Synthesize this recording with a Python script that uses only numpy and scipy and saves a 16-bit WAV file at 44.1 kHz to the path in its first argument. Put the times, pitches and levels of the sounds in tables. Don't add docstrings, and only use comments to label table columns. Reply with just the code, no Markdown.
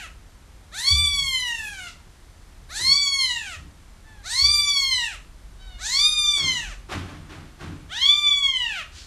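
import sys
import numpy as np
from scipy import signal
from scipy.fft import rfft, irfft, next_fast_len
from scipy.io import wavfile
from scipy.ndimage import uniform_filter1d

SR = 44100
rng = np.random.default_rng(int(sys.argv[2]) if len(sys.argv) > 2 else 0)


def wav_record(signal):
    frames = np.transpose(np.atleast_2d(signal))
    bounded = np.clip(frames, -1, 1)
    quanta = np.round(bounded * 32767).astype(np.int16)
    wavfile.write(sys.argv[1], SR, quanta)


N = 399571
SIZE = next_fast_len(N + SR // 2)
TIME = np.arange(N - SIZE, N) / SR
FREQS = np.fft.rfftfreq(SIZE, 1 / SR)
TOP_HZ = 13100


def undb(db):
    return 10 ** (np.asarray(db) / 20)


def unit(x):
    return x / np.sqrt(np.mean(x ** 2))


def ramp(x):
    return np.clip(x, 0, 1)


def share(gains):
    return gains ** 2 / np.sum(gains ** 2, axis=0)


def colour(points, hz):
    point_hz, db = np.transpose(points)
    return undb(np.interp(np.log(hz + 1), np.log(point_hz), db))


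def resonance(hz, centre_hz, width_hz):
    return 1 / (1 + ((hz ** 2 - centre_hz ** 2) / ((hz + 1) * width_hz)) ** 2)


def noise(gain):
    return unit(irfft(rfft(rng.standard_normal(SIZE)) * gain, SIZE))


def walk(rate_hz, size):
    hold = max(int(SR / rate_hz), 1)
    steps = np.repeat(rng.standard_normal(size // hold + 1), hold)
    return 1.4 * uniform_filter1d(uniform_filter1d(steps, hold), hold)[:size]


def swell(start_s, rise_s, decay_s):
    age_s = np.maximum(TIME - start_s, 0)
    return np.minimum(age_s / rise_s, 1) * np.exp(-np.maximum(age_s - rise_s, 0) / decay_s)


def background(floor_db=-46.8):
    # frequency in Hz, relative level in dB.
    floor_spectrum = [(13, -39), (22, -1), (48, -2), (91, -6), (112, -15), (143, -14.5), (181, -18),
                      (354, -23.5), (462, -27), (1000, -27.5), (2170, -31), (2550, -34), (3240, -33.5),
                      (8710, -38.5), (13000, -45.5)]
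    rumble_swell = (4.3, -43, 1.4, 1.2)
    start_s, db, rise_s, decay_s = rumble_swell
    rumble = undb(db) * swell(start_s, rise_s, decay_s) * noise(resonance(FREQS, 44, 14))
    return rumble + noise(colour(floor_spectrum, FREQS)) * undb(floor_db + 0.16 * walk(2.94, SIZE))


def echoes(x, t60_s, gap_s=0.0046):
    t = np.arange(SR // 2) / SR
    density = ramp(.02 + (t / .05) ** 2)
    taps = rng.standard_normal(len(t)) * (rng.random(len(t)) < density) / np.sqrt(density)
    response = taps * (t > gap_s) * np.exp(-np.log(1000) * t / t60_s)
    return signal.fftconvolve(x, response / np.linalg.norm(response))[:SIZE]


def fur_brushes():
    # frequency in Hz, relative level in dB.
    fur_spectrum = [(290, -47), (500, -17), (732, -8), (806, -29), (1230, 0), (4430, 7), (7040, 2),
                    (13000, -22)]
    # start in seconds, level in dB, rise and decay in seconds.
    strokes = [(1.861, -44, 0.024, 0.048), (8.91, -43, 0.071, 0.12)]
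    hiss = noise(colour(fur_spectrum, FREQS))
    return sum(undb(db) * swell(start_s, *shape_s) * hiss for start_s, db, *shape_s in strokes)


def shuffles(grain_db=0.5, boom_lag_s=0.0083, boom_rise_s=0.087, boom_decay_s=0.1):
    # start in seconds, scrape level in dB, its rise and decay in seconds, boom level in dB.
    moves = [(2.78, -43.5, 0.026, 0.033, -44.5), (3.55, -61, .05, 0.093, -47.5),
             (6.37, -41.5, 0.0067, 0.19, -36.5), (6.884, -30.5, 0.043, 0.082, -31),
             (7.08, -49.5, 0.015, 0.17, -43), (7.288, -42.5, 0.024, 0.11, -40.5),
             (7.588, -40, 0.03, 0.11, -33)]
    # frequency in Hz, relative level in dB.
    scrape_spectrum = [(210, -21), (350, 4), (439, -5.5), (488, -5.5), (723, -3.5), (979, -4.5), (1100, -1),
                       (3090, -9.5), (7320, -21), (13000, -34.5)]
    # centre in Hz, width in Hz, relative level in dB.
    boom_modes = [(87.7, 11.5, 8.5), (150, 27, 5), (194.5, 38, -12.5), (238, 78, -9), (295, 26, -4.5),
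                  (352, 160, -20.5)]
    scrape = unit(noise(colour(scrape_spectrum, FREQS)) * undb(grain_db * walk(310, SIZE)))
    boom = noise(sum(undb(db) * resonance(FREQS, hz, width_hz) for hz, width_hz, db in boom_modes))
    out = np.zeros(SIZE)
    for start_s, scrape_db, rise_s, decay_s, boom_db in moves:
        out += undb(scrape_db) * swell(start_s, rise_s, decay_s) * scrape
        out += undb(boom_db) * swell(start_s + boom_lag_s, boom_rise_s, boom_decay_s) * boom
    return out


def bed_bumps(rise_cycles=1.9, decay_cycles=7, thud_db=-15.5):
    # start in seconds, level in dB, pitch in Hz.
    bumps = [(.08, -47, 45), (.905, -21.5, 72), (1.11, -35.5, 48), (1.21, -42, 130), (2.8, -41, 85),
             (3.56, -38.5, 75), (4.41, -30.5, 66), (4.871, -43, 75), (6.64, -36, 45)]
    thud = undb(thud_db) * noise(resonance(FREQS, 118, 66))
    out = np.zeros(SIZE)
    for start_s, db, hz in bumps:
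        phase = 2 * np.pi * hz * np.cumsum(1 + .13 * walk(60, SIZE)) / SR
        envelope = undb(db) * swell(start_s, rise_cycles / hz, decay_cycles / hz)
        out += envelope * (np.sqrt(2) * np.sin(phase) + thud)
    return out


def faint_mews(fade_s=0.0059):
    # time in seconds, pitch in Hz, relative level in dB, mouth in Hz.
    contours = [
        [(4.02, 860, -70, 1490), (4.08, 885, -51.5, 1600), (4.14, 860, -55.5, 1600), (4.22, 795, -54, 1400)],
        [(5.57, 735, -70, 3400), (5.62, 770.5, -48, 3740), (5.68, 753, -51, 3550), (5.76, 717, -48, 3000),
         (5.9, 732, -59, 1500), (6.15, 698, -53, 1200)],
    ]
    # frequency in Hz, relative level in dB.
    mew_spectrum = [(700, 3.5), (1600, 5), (2500, -4), (3700, 1), (5500, -10), (9000, -12)]
    harmonic = np.arange(1, 11)[:, None]
    out = np.zeros(SIZE)
    for contour in contours:
        times_s, *columns = np.transpose(contour)
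        span = (TIME >= times_s[0]) & (TIME < times_s[-1])
        t = TIME[span]
        pitch_hz, db, mouth_hz = [uniform_filter1d(np.interp(t, times_s, c), 500) for c in columns]
        phase = 2 * np.pi * np.cumsum(pitch_hz * (1 + 0.0023 * walk(60, len(t)))) / SR
        hz = harmonic * pitch_hz
        power = share(colour(mew_spectrum, hz) * (0.34 + resonance(hz, mouth_hz, 1600)))
        fade = ramp(np.minimum(t - t[0], t[-1] - t) / fade_s)
        out[span] += fade * undb(db) * np.sum(np.sqrt(2 * power) * np.sin(harmonic * phase), axis=0)
    return out


def pitch_arch(age_s, length_s, top_hz, climb_s, sag_hz_per_s, drop_hz, drop_s, wobble_hz, period_s,
               start_hz=500, round_s=0.186, crest_s=0.3):
    below_top = (top_hz - start_hz) * ramp(1 - age_s / climb_s) ** 2.845
    sag = sag_hz_per_s * (np.hypot(np.maximum(age_s - climb_s, 0), round_s) - round_s)
    drop = drop_hz * np.exp((age_s - length_s) / drop_s)
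    wobble = wobble_hz * np.cos(2 * np.pi * (age_s - crest_s) / period_s)
    return top_hz + wobble - below_top - sag - drop


def fold_phase(pitch_hz, unsettled, slack):
    size = len(pitch_hz)
    waver = .0017 * walk(45, size) + .0007 * walk(450, size)
    jitter = (.011 * unsettled + .014 * slack) * walk(600, size)
    return 2 * np.pi * np.cumsum(pitch_hz * (1 + waver + jitter)) / SR


def jaw(open_hz, weak, held_s, pitch_hz, past_top,
        opening_hz=350, ease_hz_per_s=640, closing_pitch_hz=931, shut_hz=2100):
    shut = past_top / (1 + np.exp((pitch_hz - closing_pitch_hz) / 60))
    return (1 - shut) * (open_hz - opening_hz * weak - ease_hz_per_s * held_s) + shut * shut_hz


def meow(row, onset_s=0.2, slack_hz=1040, flare_db=3, flare_width_s=0.05, overtone_attack_s=0.088,
         upper_hz=6200, shimmer_db=4.5, rasp_db=-34, hoarse_db=-33, hoarse_hz=4250):
    # frequency in Hz, relative level in dB.
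    overtone_spectrum = [(4500, -22), (5300, 2), (6000, 4.5), (7000, 3), (8000, 5.5), (8900, -1.5),
                         (9900, 3.5), (10900, -5.5), (11900, -3), (13000, -24)]
    rasp_spectrum = [(800, -26.5), (2000, -13.5), (2800, -15), (4200, 1.5), (6000, -4), (8000, -3),
                     (9500, -12.5), (13000, -21)]
    start_s, length_s, top_hz, climb_s, *arch_shape = row[:9]
    level_db, fade_db_per_s, flare_s, slack_db, open_hz, bright_db, beam_db = row[9:]
    span = (TIME >= start_s) & (TIME < start_s + length_s)
    age_s = TIME[span] - start_s
    size = len(age_s)
    pitch_hz = pitch_arch(age_s, length_s, top_hz, climb_s, *arch_shape)
    unsettled = np.exp(-(age_s / onset_s) ** 4)
    slack = ramp((slack_hz - pitch_hz) / 250) * (1 - unsettled)
    phase = fold_phase(pitch_hz, unsettled, slack)

    attack_s = 0.56 * climb_s
    weak = ramp(1 - age_s / attack_s)
    held_s = np.maximum(age_s - attack_s, 0)
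    flares = sum(np.exp(-((age_s - at_s) / flare_width_s) ** 2) for at_s in (0.65 * climb_s, flare_s))
    loss_db = slack_db * slack
    mouth_db = level_db + flare_db * flares - 27 * weak - fade_db_per_s * held_s - loss_db
    throat_db = -28.7 - 15.5 * weak - loss_db
    overtone_db = bright_db - 20 * ramp(1 - age_s / overtone_attack_s) - 5 * held_s - loss_db

    harmonic = np.arange(1, 21)[:, None]
    hz = harmonic * np.diff(phase, prepend=0) * SR / (2 * np.pi)
    mouth_hz = jaw(open_hz, weak, held_s, pitch_hz, past_top=age_s > climb_s)
    mouth = resonance(hz, mouth_hz, 770) / (1 + (2550 / hz) ** 12)
    throat = resonance(hz, 1560, 1300) / (1 + (hz / 2900) ** 12)
    upper = (0.24 + resonance(hz, upper_hz, 1900)) / (1 + (4700 / hz) ** 12)
    shimmer = undb(shimmer_db * np.array([walk(23.04, size) for _ in harmonic]))
    beam = [(7500, 0), (10000, beam_db)]
    overtones = upper * colour(overtone_spectrum, hz) * colour(beam, hz) * shimmer * (hz < TOP_HZ)
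    bands = [(mouth_db, mouth), (throat_db, throat), (overtone_db, overtones)]
    gains = np.sqrt(sum(undb(db) ** 2 * share(band) for db, band in bands))
    gains[0] = undb(.5 * mouth_db - 33)
    air_flutter = undb(1.6 * walk(55, size))
    voice = air_flutter * np.sqrt(2) * np.sum(gains * np.sin(harmonic * phase), axis=0)

    leak = undb(rasp_db) + undb(-3) * unsettled + undb(-2.5) * slack
    rasp = noise(colour(rasp_spectrum, FREQS) * colour(beam, FREQS))[span] * undb(overtone_db) * leak
    hoarse_gain = undb(mouth_db + hoarse_db) * resonance(hoarse_hz, mouth_hz, 1400)
    hoarse = noise(resonance(FREQS, hoarse_hz, 840) ** 2)[span] * hoarse_gain
    fade = ramp(age_s / 0.035) * ramp((length_s - age_s) / 0.045)
    out = np.zeros(SIZE)
    out[span] = fade * (voice + (rasp + hoarse) * (1 + np.cos(phase)))
    return out


def close_meows():
    # start and length in seconds, top pitch in Hz, climb in seconds, sag in Hz/s, final drop
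    # in Hz, its time constant in seconds, wobble in Hz, its period in seconds, level in dB, fade in
    # dB/s, second flare in seconds from the start, loss when slack in dB, open mouth resonance in Hz,
    # overtone level in dB, treble beamed at the phone in dB.
    calls = [ (-0.85, 0.94, 1170, 0.33, 600, 430, 0.09, 5, 0.2, -21, 13, 0.6, 14, 4100, -35, 4),
             (0.711, 1.2, 1166, 0.298, 639, 56, 0.091, 3, 0.14, -21.3, 12, 1.14, 12, 4050, -35, 6),
             (2.684, 0.9, 1136, 0.338, 781, 302, 0.119, 10, 0.2, -21, 13, 0.56, 11, 4200, -34.3, 1.5),
             (4.224, 0.96, 1178, 0.335, 589, 473, 0.069, 7, 0.18, -19, 14, 0.72, 13.5, 4260, -33.5, 1.3),
             (5.78, 0.985, 1219, 0.373, 789, 494, 0.082, 10, 0.25, -20.3, 12, 0.52, 16, 4100, -32.3, -2.5),
             (7.884, 0.961, 1180, 0.308, 427, 471, 0.132, 4, 0.25, -18.7, 12, 0.74, 9, 3560, -42, -4.5), ]
    return sum(map(meow, calls))


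def scene(mews_db=-2, room_db=-4, scatter_db=-10.7, scatter_hz=6100):
    kittens = close_meows() + undb(mews_db) * faint_mews()
    reverb = undb(room_db) * echoes(kittens, t60_s=0.34)
    mid = kittens + reverb + bed_bumps() + shuffles() + fur_brushes() + background()
    highpass = signal.butter(10, scatter_hz, "high", fs=SR, output="sos")
    side = undb(scatter_db) * signal.sosfilt(highpass, echoes(mid, t60_s=0.029))
    return np.array([mid + side, mid - side])[:, -N:]


def record(dry):
    return signal.sosfilt(signal.ellip(10, .2, 80, TOP_HZ, fs=SR, output="sos"), dry)


dry = scene()
out = record(dry)
wav_record(out)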